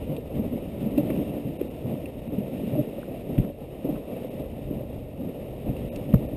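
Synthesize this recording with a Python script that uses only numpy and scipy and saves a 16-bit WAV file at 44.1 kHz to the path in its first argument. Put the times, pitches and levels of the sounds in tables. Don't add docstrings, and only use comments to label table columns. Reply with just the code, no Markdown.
import sys
import numpy as np
from scipy import signal
from scipy.fft import rfft, irfft, next_fast_len
from scipy.io import wavfile

SR = 44100
rng = np.random.default_rng(int(sys.argv[2]) if len(sys.argv) > 2 else 0)


def elevation(decibels):
    levels = np.asarray(decibels, float)
    return 10 ** (levels / 20)


def put_to_file(sound):
    columns = np.atleast_2d(sound).T
    safe = np.clip(columns, -1, 1)
    whole_steps = np.round(safe * 32767)
    wavfile.write(sys.argv[1], SR, whole_steps.astype(np.int16))


N = 280476


# (time [s], speed as snow hiss [dB], unevenness of the trail [dB])
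TRAIL = [(0.0, -56, 4.5), (0.26, -58.5, 4), (1.1, -54.5, -0.5), (2.23, -58.5, 1), (2.57, -53.5, -2.5),
         (2.73, -54, -3), (3.63, -60.5, 1), (4.25, -55, -4), (4.48, -60, 3.5), (5.08, -60, 5.5),
         (5.31, -59, -1.5), (5.69, -58, 3.5), (5.88, -54, 4.5), (6.36, -58.5, 5.5)]
CROSSOVER_HZ = [100, 370, 1550]
# (level at mean speed [dB], share of speed [0-1], of unevenness [ratio], of a tug [0-1])
REGION_MIX = [
    (-43.5, .3, 1.1, 0.16),
    (-39, 1, .4, 1),
    (-40, 0.39, .15, 0.94),
    (-57, 0.77, .05, 0.55),
]


def glide():
    time, speed_db, uneven_db = np.transpose(TRAIL)
    t = np.arange(N) / SR
    speed_db = np.interp(t, time, speed_db - speed_db.mean())
    uneven_db = np.interp(t, time, uneven_db)
    load = drift(28.0)
    pull_db = tugs()
    edges_hz = [12, *CROSSOVER_HZ, 7000]
    # (grains per s, grain share, shared sway dB, own sway dB)
    textures = [(64.3, 0.067, 0.28, 1.73), (212.0, 0.4, 0.82, 0.26),
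                (490, 0.37, 0.39, 1.1), (2600, 0.26, 0.92, 0.54)]
    out = np.zeros(N)
    for k, (per_s, share, sway_db, own_db) in enumerate(textures):
        friction = np.sqrt(1 - share) * rng.standard_normal(N)
        judder = np.sqrt(share) * grains(per_s, spread_db=1.0)
        base_db, by_speed, by_trail, by_tug = REGION_MIX[k]
        level_db = base_db + by_speed * speed_db + by_trail * uneven_db + by_tug * pull_db[k]
        level_db = level_db + sway_db * load + own_db * drift(22.5)
        out += elevation(level_db) * through_sled(friction + judder, edges_hz[k], edges_hz[k + 1])
    return out


# (time [s], hold [s], lift [dB],
# share that reaches slats and snow [0-1])
TUGS = [(0.1, 0.046, 5, .6), (0.327, 0.13, 9, 0.43), (0.513, 0.047, 6.5, 0.27), (0.62, 0.024, 5, 0.3),
        (0.799, 0.16, 7, 0.3), (0.973, 0.25, 8.5, 0.56), (1.285, 0.076, 4.0, 0.85),
        (1.44, 0.064, 9.5, 0.03), (1.6, 0.037, 1, .8), (1.847, 0.11, 9, 0.3), (2.266, 0.18, 6, 0.12),
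        (2.58, 0.09, 3, 0.2), (2.715, 0.087, 11.5, 0.22), (2.974, 0.038, 1, 1), (3.098, 0.046, 3.5, 0.3),
        (3.275, 0.17, 8.5, 0.37), (3.428, 0.032, 10.5, 0.54), (3.613, 0.023, 2, 1), (3.84, 0.095, 9, 0.5),
        (4.082, 0.096, 3, 1), (4.37, 0.041, 4.5, 0.75), (4.668, 0.12, 8.0, 0.16), (5.186, 0.1, 8.5, 0.02),
        (5.664, 0.036, 8.5, 0.5), (5.843, 0.037, -1.5, 0.9), (5.946, 0.031, -4, 0.7), (6.086, .15, 7, 0.25)]
# (time [s], length [s], dip [dB])
LULLS = [
    (0.204, 0.039, 2.5),
    (1.737, 0.11, 1),
    (2.104, 0.18, 1.5),
    (3.509, 0.078, 5.5),
    (3.655, 0.058, 2.5),
    (4.02, 0.044, 1),
    (4.554, .1, -0.5),
    (5.015, 0.14, 3),
    (5.416, 0.25, 0.5),
    (6.27, .05, -0.5),
]


def tugs():
    attack_s, release_s = 0.039, 0.052
    t = np.arange(N) / SR
    low, high, lull = np.zeros(N), np.zeros(N), np.zeros(N)
    for s, hold, lift_db, share in TUGS:
        rise = (t - s) / attack_s + .5
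        fall = (s + hold - t) / release_s + 1
        shape = np.clip(np.minimum(rise, fall), 0, 1)
        low = np.maximum(low, lift_db * shape)
        high = np.maximum(high, share * lift_db * shape)
    for s, length, dip_db in LULLS:
        inside = np.minimum(t - s, s + length - t)
        lull += dip_db * np.clip(inside / attack_s + .5, 0, 1)
    return low - lull, low - lull, high - lull, high - 1.5 * lull


# (frequency [Hz], level [dB])
HOUSING_COLOUR = [(12, -24), (20, -13), (48, -4.5), (85, -3), (125, -3), (162, 2.5), (287, -1.5),
                  (373, -2.5), (601, -4.5), (859, -19.5), (1480, -37.5), (2760, -32), (4330, -48),
                  (5360, -46), (5900, -52.5), (7670, -84.5), (13000, -120)]
# (frequency [Hz], width [Hz], peak [dB])
RESONANCES = [(132, 12, 9.5), (197, 29, 0.5), (229.6, 30, 5.5), (286, 28, 7), (508, 34, 2), (588, 126, 2.5),
              (1296, 130, 2.5), (1640, 175, -4.5), (1840, 190, 2.5), (2670, 600, 3), (3740, 370, 7)]


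def through_sled(force, low_hz, high_hz):
    size = next_fast_len(N)
    hz = np.arange(size // 2 + 1) * SR / size + 1e-3
    points = np.array(HOUSING_COLOUR)
    db = np.interp(np.log(hz), np.log(points[:, 0]), points[:, 1])
    for centre_hz, width_hz, peak_db in RESONANCES:
        db = db + peak_db / (1 + (2 * (hz - centre_hz) / width_hz) ** 2)
    edges = 1 / np.sqrt((1 + (low_hz / hz) ** 8) * (1 + (hz / high_hz) ** 8))
    return rms_one(irfft(rfft(force, size) * elevation(db) * edges, size)[:N])


def grains(per_s, spread_db):
    sizes = elevation(spread_db * np.minimum(rng.exponential(1, N), 4))
    signs = rng.choice([-1, 1], N)
    return rms_one(sizes * signs * (rng.random(N) < per_s / SR))


def drift(rate):
    r = np.exp(-40 * np.pi * rate / SR)
    noise = rng.standard_normal(N // 20 + 2002)
    slow = signal.lfilter([1], [1, -2 * r, r * r], noise)[2000:]
    return np.interp(np.arange(N) / 20, np.arange(len(slow)), rms_one(slow))


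def rms_one(x):
    return x / np.sqrt(np.mean(x ** 2) + 1e-20)


# (time [s],
# peak [dB], frequency [Hz], length [s])
SLAMS = [(.9745, -9, 282, .017), (.9851, -12.5, 282, .02), (1.6122, -14, 380, .008), (3.38, -20, 45, .05),
         (5.675, -24, 60, .04), (6.135, -25, 55, .045), (2.77, -22, 290, .05), (2.772, -22, 595, .045),
         (2.772, -21, 140, .055), (3.376, -15, 130, .011), (3.3845, -6, 165, .0075),
         (3.394, -11.5, 145, .017), (6.1275, -20, 210, .011), (6.1357, -.5, 180, .0145),
         (6.1455, -12.5, 105, .024)]


def slams():
    out, t = np.zeros(N), np.arange(N) / SR
    for s, peak_db, hz, length in SLAMS:
        swell = np.sin(np.pi * np.clip((t - s) / length, 0, 1)) ** 2
        out += elevation(peak_db) * swell * np.sin(2 * np.pi * hz * (t - s))
    return out


# (time [s], peak [dB], ring [Hz], t60 [s])
KNOCKS = [(0.087, -16, 147, 0.23), (0.392, -8.5, 220.5, 0.092), (0.515, -19, 238, 0.21),
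          (0.824, -22, 310, 0.071), (0.861, -12, 217, 0.09), (0.988, -6, 282, 0.072),
          (1.097, -13.5, 313, 0.092), (1.149, -20, 201, 0.098), (1.19, -14, 286, 0.19),
          (1.844, -15, 123, 0.063), (2.039, -16.5, 274, 0.064), (2.33, -18, 250.4, 0.28),
          (2.382, -9.5, 211, 0.073), (2.53, -14, 249, 0.065), (2.634, -12.5, 207, 0.062),
          (2.673, -12.5, 204, 0.038), (2.729, -16.5, 277, 0.15), (2.804, -17, 279, 0.13),
          (3.442, -14, 217, 0.044), (3.847, -15, 277, 0.12), (3.887, -11, 294.4, 0.08),
          (4.396, -15.5, 292, 0.073), (4.707, -14.5, 290, 0.088), (5.198, -18, 259, 0.086),
          (5.289, -20.5, 248, 0.094), (5.685, -19, 99, 0.048), (5.696, -12, 132, 0.087),
          (5.957, -27, 196, 0.08), (6.159, -11, 129, 0.099), (6.33, -14.5, 293, 0.069)]


def knocks():
    return elevation(-9.0) * blows(KNOCKS, rise_cycles=0.53, partner_ratio=2.05, partner_db=-12, rough=.002)


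# (time [s], peak [dB], ring [Hz])
RAPS = [(0.18, -21, 457), (.389, -32, 490), (.524, -23.5, 407), (0.621, -27, 398), (.86, -24, 557),
        (.982, -14.5, 570), (1.101, -19.5, 550), (1.221, -22.5, 584), (1.651, -25.5, 481),
        (1.843, -29.5, 423), (2.275, -37, 600), (2.417, -26.5, 506), (2.595, -27, 598), (2.73, -24.5, 550),
        (2.752, -19.5, 614), (2.871, -23, 449), (2.981, -23.5, 556), (3.084, -25.5, 548), (3.44, -29, 480),
        (3.499, -26.5, 567), (3.721, -30, 370), (3.851, -21, 431), (4.245, -23, 498), (4.354, -31, 507),
        (4.458, -30, 530), (4.806, -25, 563), (4.832, -26.5, 558), (5.292, -30, 408), (6.089, -26, 555),
        (6.14, -18.5, 447)]


def raps():
    t60 = 0.074
    table = [(*rap, t60) for rap in RAPS]
    return elevation(-5) * blows(table, rise_cycles=0.31, partner_ratio=0.552, partner_db=-4.5, rough=.002)


# (time [s], peak [dB])
TICKS = [(.164, -43.5), (.4404, -52), (0.5256, -54), (0.633, -52), (.885, -53), (0.978, -36), (1.1054, -45),
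         (1.13, -45), (1.6112, -48), (2.0561, -38), (2.75, -51), (3.334, -53), (3.3794, -45), (3.812, -52),
         (3.954, -54), (5.684, -49), (5.7647, -45), (5.959, -42), (6.126, -49)]


def ticks():
    ring_hz, t60 = 2700, 0.031
    table = [(*tick, ring_hz, t60) for tick in TICKS]
    struck = blows(table, rise_cycles=1.5, partner_ratio=.9, partner_db=-7, rough=.35)
    return signal.sosfilt(signal.butter(2, [1100, 4800], "band", fs=SR, output="sos"), struck)


def blows(table, rise_cycles, partner_ratio, partner_db, rough):
    out, t = np.zeros(N + SR // 4), np.arange(SR // 4) / SR
    for s, peak_db, hz, t60 in table:
        rattle = rough * rng.standard_normal(len(t))
        shape = (1 - np.exp(-t * hz / rise_cycles)) * elevation(-60 * t / t60)
        mode = -np.sin(2 * np.pi * hz * t)
        partner = elevation(partner_db) * np.sin(2 * np.pi * hz * partner_ratio * t)
        i = int((s + 0.001) * SR)
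        out[i:i + len(t)] += elevation(peak_db) * shape / shape.max() * (mode + partner + rattle)
    return out[:N]


# (time [s], peak [dB], lowest [Hz], highest [Hz], t60 [s])
SNAPS = [(.1645, -41, 2300, 4100, .024), (.976, -44, 1100, 3900, .09), (1.101, -36, 1900, 2700, .03),
         (1.101, -39, 1050, 1400, .03), (2.056, -50, 1850, 2150, .05), (3.0295, -41, 850, 1500, .03),
         (3.379, -42, 1500, 3300, .07), (3.445, -44, 900, 2200, .03), (5.9585, -38, 2000, 6500, .022),
         (6.127, -46, 1900, 3200, .03), (6.138, -36, 850, 1200, .04), (.35, -54, 1600, 3600, .15),
         (1.61, -47, 1000, 3200, .04), (3.955, -47, 1050, 1450, .06)]


def snaps():
    out, t = np.zeros(N + SR // 10), np.arange(SR // 10) / SR
    for s, peak_db, low_hz, high_hz, t60 in SNAPS:
        band = signal.butter(3, [low_hz, high_hz], "band", fs=SR, output="sos")
        force = rng.standard_normal(len(t))
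        force[round(.0015 * SR)] += 7.0
        burst = rms_one(signal.sosfilt(band, force))
        i = int(s * SR)
        out[i:i + len(t)] += elevation(peak_db - 60 * t / t60) * np.minimum(t / 0.0023, 1) * burst
    return out[:N]


def scene():
    mix = glide() + slams() + knocks() + raps() + ticks() + snaps()
    return np.tile(mix, (2, 1))


# (time [s], length [s], share lost [0-1])
STARVED = [
    (1.585, .016, .9),
    (1.692, .012, .8),
    (2.29, .014, .82),
    (4.295, .014, .8),
    (5.905, .028, 1.0),
    (6.28, .011, .92),
]
# (lowest [Hz], highest [Hz])
KEPT_BANDS_HZ = [(15, 950), (1070, 1110), (1760, 1840), (2150, 3000), (3650, 3900), (9100, 9500),
                 (11200, 12800)]


def starve(x):
    kept, gate, t = np.zeros(N), np.zeros(N), np.arange(N) / SR
    for band in KEPT_BANDS_HZ:
        kept += signal.sosfiltfilt(signal.butter(4, band, "band", fs=SR, output="sos"), x)
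    for s, length, lost in STARVED:
        gate += lost * np.clip((length / 2 - abs(t - s)) / 0.003 + 1, 0, 1)
    return x + gate * (kept - x)


def low_pass(x):
    return signal.sosfilt(signal.butter(12, 16610, fs=SR, output="sos"), x)


def record(dry):
    self_noise_db, anti_alias_hz, overload, cutoff_hz = -69, 6400, .5, 15230
    sensed = dry[0] + elevation(self_noise_db) * rng.standard_normal(N)
    sensed = signal.sosfiltfilt(signal.butter(14, anti_alias_hz, fs=SR, output="sos"), sensed)
    coarse = signal.resample_poly(sensed, up=40, down=147)
    coarse = np.clip(coarse, -overload, overload)
    held = np.repeat(coarse, 4)
    held = signal.resample_poly(held, up=147, down=160)[:N]
    held = starve(np.pad(held, (0, N - len(held))))
    held = signal.sosfilt(signal.ellip(8, .2, 30, cutoff_hz, fs=SR, output="sos"), held)
    return low_pass(np.tile(held, (2, 1)))


dry = scene()
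out = record(dry)
put_to_file(out)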